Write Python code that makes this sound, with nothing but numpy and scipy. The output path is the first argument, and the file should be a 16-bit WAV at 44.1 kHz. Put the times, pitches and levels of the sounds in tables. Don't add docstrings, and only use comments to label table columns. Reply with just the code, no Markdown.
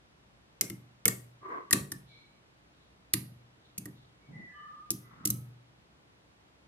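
import sys
import numpy as np
from scipy import signal
from scipy.fft import rfft, irfft
from scipy.io import wavfile
from scipy.ndimage import uniform_filter1d

SR = 44100
rng = np.random.default_rng(int(sys.argv[2]) if len(sys.argv) > 2 else 0)


def waveform_to_disk(signal):
    frames = np.transpose(np.atleast_2d(signal))
    scaled = np.clip(frames, -1, 1) * 32767
    samples = np.round(scaled).astype(np.int16)
    wavfile.write(sys.argv[1], SR, samples)


N = 294147
T = np.arange(N) / SR

# (frequency [Hz], relative density [dB per Hz])
AIR_SPECTRUM = [(12, -51), (20, -19.5), (30, -23.5), (42, -17.5), (54, -2.5), (96, -8), (130, -4),
                (210, -7.5), (241, -11.5), (310, -8), (347, -11.5), (802, -14), (1150, -15), (3740, -22),
                (12100, -40), (16000, -62)]
AIR_DB = -62.5
# (frequency [Hz], side minus mid [dB])
FIELD_WIDTH = [(60, -30), (130, -9.5), (300, -4.5), (550, -0.5), (1300, 4), (2500, 4), (5000, 5),
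               (15000, 0.5)]

# (time [s], click [dB], tilt [dB per octave], zing of the balls [dB],
# left minus right [dB], following balls relative to the first [dB], panel pitch [Hz], ring [dB],
# upper panel modes [dB], thump [dB], hardness as cut-off [Hz], knock [Hz])
SNAPS = [(.6110, -12.5, -2, 3, 1, -7.5, 2094, -39, 14, -38, 620, 400),
         (0.6997, -30, -2, 5, 0.5, -9.5, 2103, -43, 6, -37, 280, 331),
         (1.0553, -8.5, -2.5, 11.5, -3, -11, 2178, -25.5, -3.5, -29, 553, 457),
         (1.0803, -11.5, 4.5, -1, 5, -6.5, 1880, -29.5, 5, -44, 454, 358),
         (1.7089, -20.5, 3.5, -1, 0.5, -6.5, 1903, -28, -3, -42, 402, 300),
         (1.7295, -9.5, 0, 0.5, 1.5, -0.5, 1878, -22.5, 9.5, -26, 542, 251),
         (1.9180, -29, 4, -1, -0.5, 1.5, 1797, -38, -22, -41.5, 322, 290.4),
         (3.1372, -10.5, -2.5, 5, -0.5, -7.5, 1926, -33, 7.5, -29.5, 238, 313.4),
         (3.7793, -34.5, 5, 0, 0, 8.5, 1900, -67, -1, -40, 230, 174),
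         (3.8556, -39, 4.5, 4.5, -4.5, 1.5, 1898, -44.5, -13.5, -41.5, 398.4, 297.7),
         (4.9054, -15, 3, -3.5, -2.5, -13, 1906, -61, -2.5, -35.5, 332.3, 325),
         (5.2530, -20.5, 5, 0, -1.5, 4, 2120, -43, 6, -30.5, 230, 301),
         (5.3030, -17, 7, -1.5, 0, -3.5, 2070, -62, 2.5, -30, 159, 203.6)]
# (time [s], level [dB], tilt [dB per octave])
TICKS = [(1.489, -66.5, -0.5), (1.7275, -15.5, -3.5), (3.1351, -22, -2), (4.9152, -26, 3.5),
         (5.2732, -20, 2)]
# (frequency [Hz], level [dB])
STEEL_SPECTRUM = [(80, -77.5), (400, -48), (700, -34.5), (1400, -29.5), (2200, -13.5), (3000, -13),
                  (3800, -9.5), (4700, -7.5), (5600, -5.5), (7000, -6), (9500, -3.5), (11700, -1.5),
                  (13200, -6), (15000, -19), (16500, -36.5)]
RUN_GAP_S, RUN_FALL_DB = 0.0019, 6

# (multiple of the main pitch [1], level [dB], t60 [s])
PANEL_MODES = [(0.519, -13, 0.033), (.63, -6, 0.035), (.82, -3, 0.024), (1, 9.5, 0.022),
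               (1.13, -8.5, 0.024), (1.4, 0, .014), (1.62, -12.5, .012)]
FLEX_LAG_S, THUMP_LAG_S = 0.0011, 0.003

# (frequency [Hz], level [dB])
ROOM_BODY = [(1000, 10.0), (3000, 1.0), (8000, -3.0), (11000, -11.0), (16000, -46.0)]
ROOM_TREBLE = [(6000, -32), (9000, -6.5), (11500, -6.0), (14000, -5.5), (16000, -1)]

# (frequency [Hz], level [dB], t60 [s])
TABLE_MODES = [(96, -20.5, 0.64), (115.9, -13.5, 0.45), (121.04, -6, 0.81), (143.5, -10, 0.61),
               (169.9, -3, 0.22), (192.5, -1, 0.3), (235.7, -12.5, 0.4), (261.2, -2.5, 0.16),
               (301.4, -1.5, 0.2), (331.2, -1, 0.11), (378, -8.5, 0.27), (434, -15.5, 0.2)]
ROCK_S, ROCK_DB, ROCK_HZ = 1.811, -34, 153

# (start [s], length [s], pitch [Hz], glide [Hz per s], level [dB])
SQUEALS = [(1.406, 0.14, 1170, -200, -47.5), (2.074, 0.12, 2270, -62, -62.5), (2.06, 0.17, 4076, 2, -67.5),
           (4.19, 0.067, 2240, -3, -69), (4.314, 0.164, 2010, -180, -51.5), (4.475, 0.18, 1714, 202, -56.5),
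           (4.52, 0.089, 3010, -4, -65.5), (4.532, 0.27, 1189, 99, -49), (5.013, 0.055, 2025, -100, -66),
           (5.204, 0.056, 1286, -8, -57.5)]
SQUEAL_RISE_S, SQUEAL_T60_S = 0.061, 0.62

# (start [s], rise [s], hold [s], level [dB])
RUBS = [(1.41, 0.14, 0.011, -37.5)]
# (centre [Hz], width [Hz], level [dB])
RUB_MODES = [(382, 188.4, -6), (684, 56, -21.5), (1040, 120, -1.5), (1200, 110, -8), (1562, 158, -14.5),
             (1990, 320, -19)]
# (start [s], rise [s], hold [s], level [dB])
SHUFFLES = [(4.265, 0.045, 0.12, -51.5), (5.06, .1, 0.21, -57.5)]
# (start [s], rise [s], hold [s], level [dB])
RUSTLES = [(5.0, 0.13, 0.17, -58.5)]
# (start [s], rise [s], hold [s], level [dB])
SLIDES = [(2.05, 0.046, 0.11, -65), (2.70, .08, 0.091, -75), (3.60, 0.043, .06, -72.5),
          (3.94, 0.043, 0.074, -70.5)]
HAND_RELEASE_T60_S = 0.35

TOP_HZ = 16600


def undb(db):
    return 10 ** (np.asarray(db) / 20)


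def unit(x):
    return x / np.sqrt(np.mean(x ** 2))


def fade(t, t60):
    return np.exp(-np.log(1000) * t / t60)


def freqs(size):
    return np.maximum(np.fft.rfftfreq(size, 1 / SR), 1)


def shape(points, hz):
    f, db = np.transpose(points)
    return undb(np.interp(np.log(hz), np.log(f), db))


def resonance(hz, centre_hz, width_hz):
    detuning = (hz ** 2 - centre_hz ** 2) / (hz * width_hz)
    return 1 / (1 + detuning ** 2)


def swell(s, rise_s, hold_s, db, t60):
    rise = np.clip((T - s) / rise_s, 0, 1)
    release = fade(np.maximum(T - s - rise_s - hold_s, 0), t60)
    return undb(db) * rise * release


def diffuse(gain, size=N):
    mid, side = rfft(rng.standard_normal((2, size))) * gain
    wide = shape(FIELD_WIDTH, freqs(size))
    left_right = np.array([mid + wide * side, mid - wide * side]) / np.sqrt(1 + wide ** 2)
    return unit(irfft(left_right, size))


def add(out, s, sound):
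    i = int(s * SR)
    out[:, i:i + sound.shape[-1]] += sound[..., :N - i]


def air():
    return undb(AIR_DB) * diffuse(shape(AIR_SPECTRUM, freqs(N)))


def ripple(ripple_db=2.5, ripple_hz=320, size=2048):
    knots = np.arange(0, SR / 2, ripple_hz)
    levels = rng.standard_normal(len(knots))
    return undb(ripple_db * np.interp(freqs(size), knots, levels))


def minimum_phase(gain, size):
    cepstrum = irfft(np.log(gain))[:size // 2]
    cepstrum[1:] *= 2
    return np.exp(rfft(cepstrum, size))


def contact(cluster, tilt_db, zing_db, scatter_db, tilt_from_hz=2200, tick=0.6,
            rattle_t60=0.0035, scatter_t60=0.019, gap_s=0.0024, size=2048):
    hz, t = freqs(size), T[:size]
    first = unit(np.array([t == T[0], t == T[2]], float))
    rattle = unit(diffuse(1, size) * fade(t, rattle_t60))
    build = np.minimum(t / gap_s, 1) ** 2
    scatter = unit(diffuse(1, size) * fade(t, scatter_t60) * build)
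    tilt = tilt_db * np.log2(np.maximum(hz, tilt_from_hz) / 10000)
    zing = zing_db * resonance(hz, 12000, 3500)
    colour = cluster * shape(STEEL_SPECTRUM, hz) * undb(tilt + zing)
    source = tick * first + rattle + undb(scatter_db) * scatter
    click = irfft(rfft(source) * minimum_phase(colour, size))
    return unit(click) * np.sqrt(SR / 1000 / size)


def clicks(first_scatter_db=-8, run_scatter_db=-1.0, run_tilt_db=-2.5,
           tick_zing_db=3, tick_scatter_db=2.0, count=3):
    out = np.zeros((2, N))
    for s, db, tilt_db, zing_db, pan_db, run_db, *_ in SNAPS:
        gain = undb(db + np.array([[pan_db], [-pan_db]]) / 2)
        cluster = ripple()
        add(out, s, gain * contact(cluster, tilt_db, zing_db, first_scatter_db))
        for k in range(count):
            lag = RUN_GAP_S * (k + 1 + rng.uniform(-0.2, 0.2))
            follower = contact(cluster, tilt_db + run_tilt_db, zing_db, run_scatter_db)
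            add(out, s + lag, gain * undb(run_db - k * RUN_FALL_DB) * follower)
    for s, db, tilt_db in TICKS:
        add(out, s, undb(db) * contact(ripple(), tilt_db, tick_zing_db, tick_scatter_db))
    return out


def flexes(rise_s=0.0023):
    out, t = np.zeros((2, N)), T[:SR // 10]
    apart = np.array([[0], [1]])
    for s, *_, hz, db, upper_db, _, _, _ in SNAPS:
        ring = 0
        for ratio, mode_db, t60 in PANEL_MODES:
            gain = undb(mode_db + upper_db * (ratio > 1))
            wave = np.sin(2 * np.pi * hz * ratio * t - apart * ratio ** 2)
            ring = ring + gain * fade(t, t60) * wave
        add(out, s + FLEX_LAG_S, undb(db) * ring * np.minimum(t / rise_s, 1))
    return out


def room(x, wet_db=-10, t60=0.3, treble_t60=0.32, build_s=0.013):
    size = SR // 2
    t, hz = T[:size], freqs(size)
    body = diffuse(shape(ROOM_BODY, hz), size) * fade(t, t60)
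    treble = diffuse(shape(ROOM_TREBLE, hz), size) * fade(t, treble_t60)
    tail = (body + undb(-3) * treble) * np.minimum(t / build_s, 1)
    response = undb(wet_db) * unit(tail) / np.sqrt(size)
    return x + signal.fftconvolve(x, response, axes=1)[:, :N]


def thump(db, hard_hz, knock_hz, rise_s=0.0043, knock_db=-1.5, knock_t60=0.15, boom_db=-15,
          boom_t60=0.61, clack_db=-9, clack_t60=0.3, upper_clack_db=2, upper_from_db=-28, lean=0.26):
    t, hz = T[:SR], freqs(SR)
    body = 0
    for f, mode_db, t60 in TABLE_MODES:
        drive = (f / hard_hz) ** lean / np.hypot(1, (f / hard_hz) ** 3)
        body = body + undb(mode_db) * drive * fade(t, t60) * np.sin(2 * np.pi * f * t)
    knock = fade(t, knock_t60) * np.sin(2 * np.pi * knock_hz * t)
    boom_spectrum = resonance(hz, 220, 370) / np.hypot(1, (hz / hard_hz) ** 2)
    boom = diffuse(boom_spectrum, SR) * fade(t, boom_t60)
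    upper = undb(upper_clack_db + db - upper_from_db) * resonance(hz, 1150, 110)
    clack = diffuse(resonance(hz, 540, 240) + upper, SR) * fade(t, clack_t60)
    clack = clack / np.hypot(1, (540 / hard_hz) ** 4)
    blow = body + undb(knock_db) * knock + undb(boom_db) * boom + undb(clack_db) * clack
    return undb(db) * (1 - np.exp(-t / rise_s)) * blow


def thumps():
    out = np.zeros((2, N))
    for s, *_, db, hard_hz, knock_hz in SNAPS:
        add(out, s + THUMP_LAG_S, thump(db, hard_hz, knock_hz))
    add(out, ROCK_S, thump(ROCK_DB, ROCK_HZ, ROCK_HZ))
    return out


def squeals(waver_hz=28, rough=3):
    out = np.zeros((2, N))
    for s, length_s, hz, glide, db in SQUEALS:
        pitch = hz + glide * np.clip(T - s, 0, length_s)
        phase = 2 * np.pi * np.cumsum(pitch) / SR
        blur = 1 / (1 + (freqs(N) / (waver_hz * hz / 1500)) ** 2)
        a, b = rough * unit(irfft(rfft(rng.standard_normal((2, 2, N))) * blur, N))
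        tone = (1 + a) * np.sin(phase) + b * np.cos(phase)
        tone = tone / np.sqrt(np.hypot(1 + a, b))
        envelope = swell(s, SQUEAL_RISE_S, length_s - SQUEAL_RISE_S, db, SQUEAL_T60_S)
        out += envelope * unit(tone)
    return out


def strokes(rows):
    return sum(swell(*row, HAND_RELEASE_T60_S) for row in rows)


def handling(grain_db=2, slide_hz=3750, slide_width_hz=900):
    hz = freqs(N)
    grip = undb(grain_db * unit(uniform_filter1d(rng.standard_normal(N), SR // 80)))
    rub_spectrum = sum(undb(db) * resonance(hz, f, width) for f, width, db in RUB_MODES)
    shuffle_spectrum = resonance(hz, 169, 120) + undb(-26.5) * resonance(hz, 750, 460)
    rustle_spectrum = resonance(hz, 1226, 430) + undb(-16) * resonance(hz, 1930, 400)
    rub = diffuse(rub_spectrum) * strokes(RUBS)
    shuffle = diffuse(shuffle_spectrum) * strokes(SHUFFLES)
    rustle = diffuse(rustle_spectrum) * strokes(RUSTLES)
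    slide = diffuse(resonance(hz, slide_hz, slide_width_hz)) * strokes(SLIDES)
    return grip * (rub + shuffle + rustle + slide)


def scene():
    snaps = room(clicks() + flexes())
    return air() + snaps + thumps() + squeals() + handling()


def record(dry, ceiling=0.99):
    rounded = ceiling * np.tanh(dry / ceiling)
    low_pass = signal.ellip(8, 0.2, 70, TOP_HZ, fs=SR, output="sos")
    return signal.sosfilt(low_pass, rounded)


dry = scene()
out = record(dry)
waveform_to_disk(out)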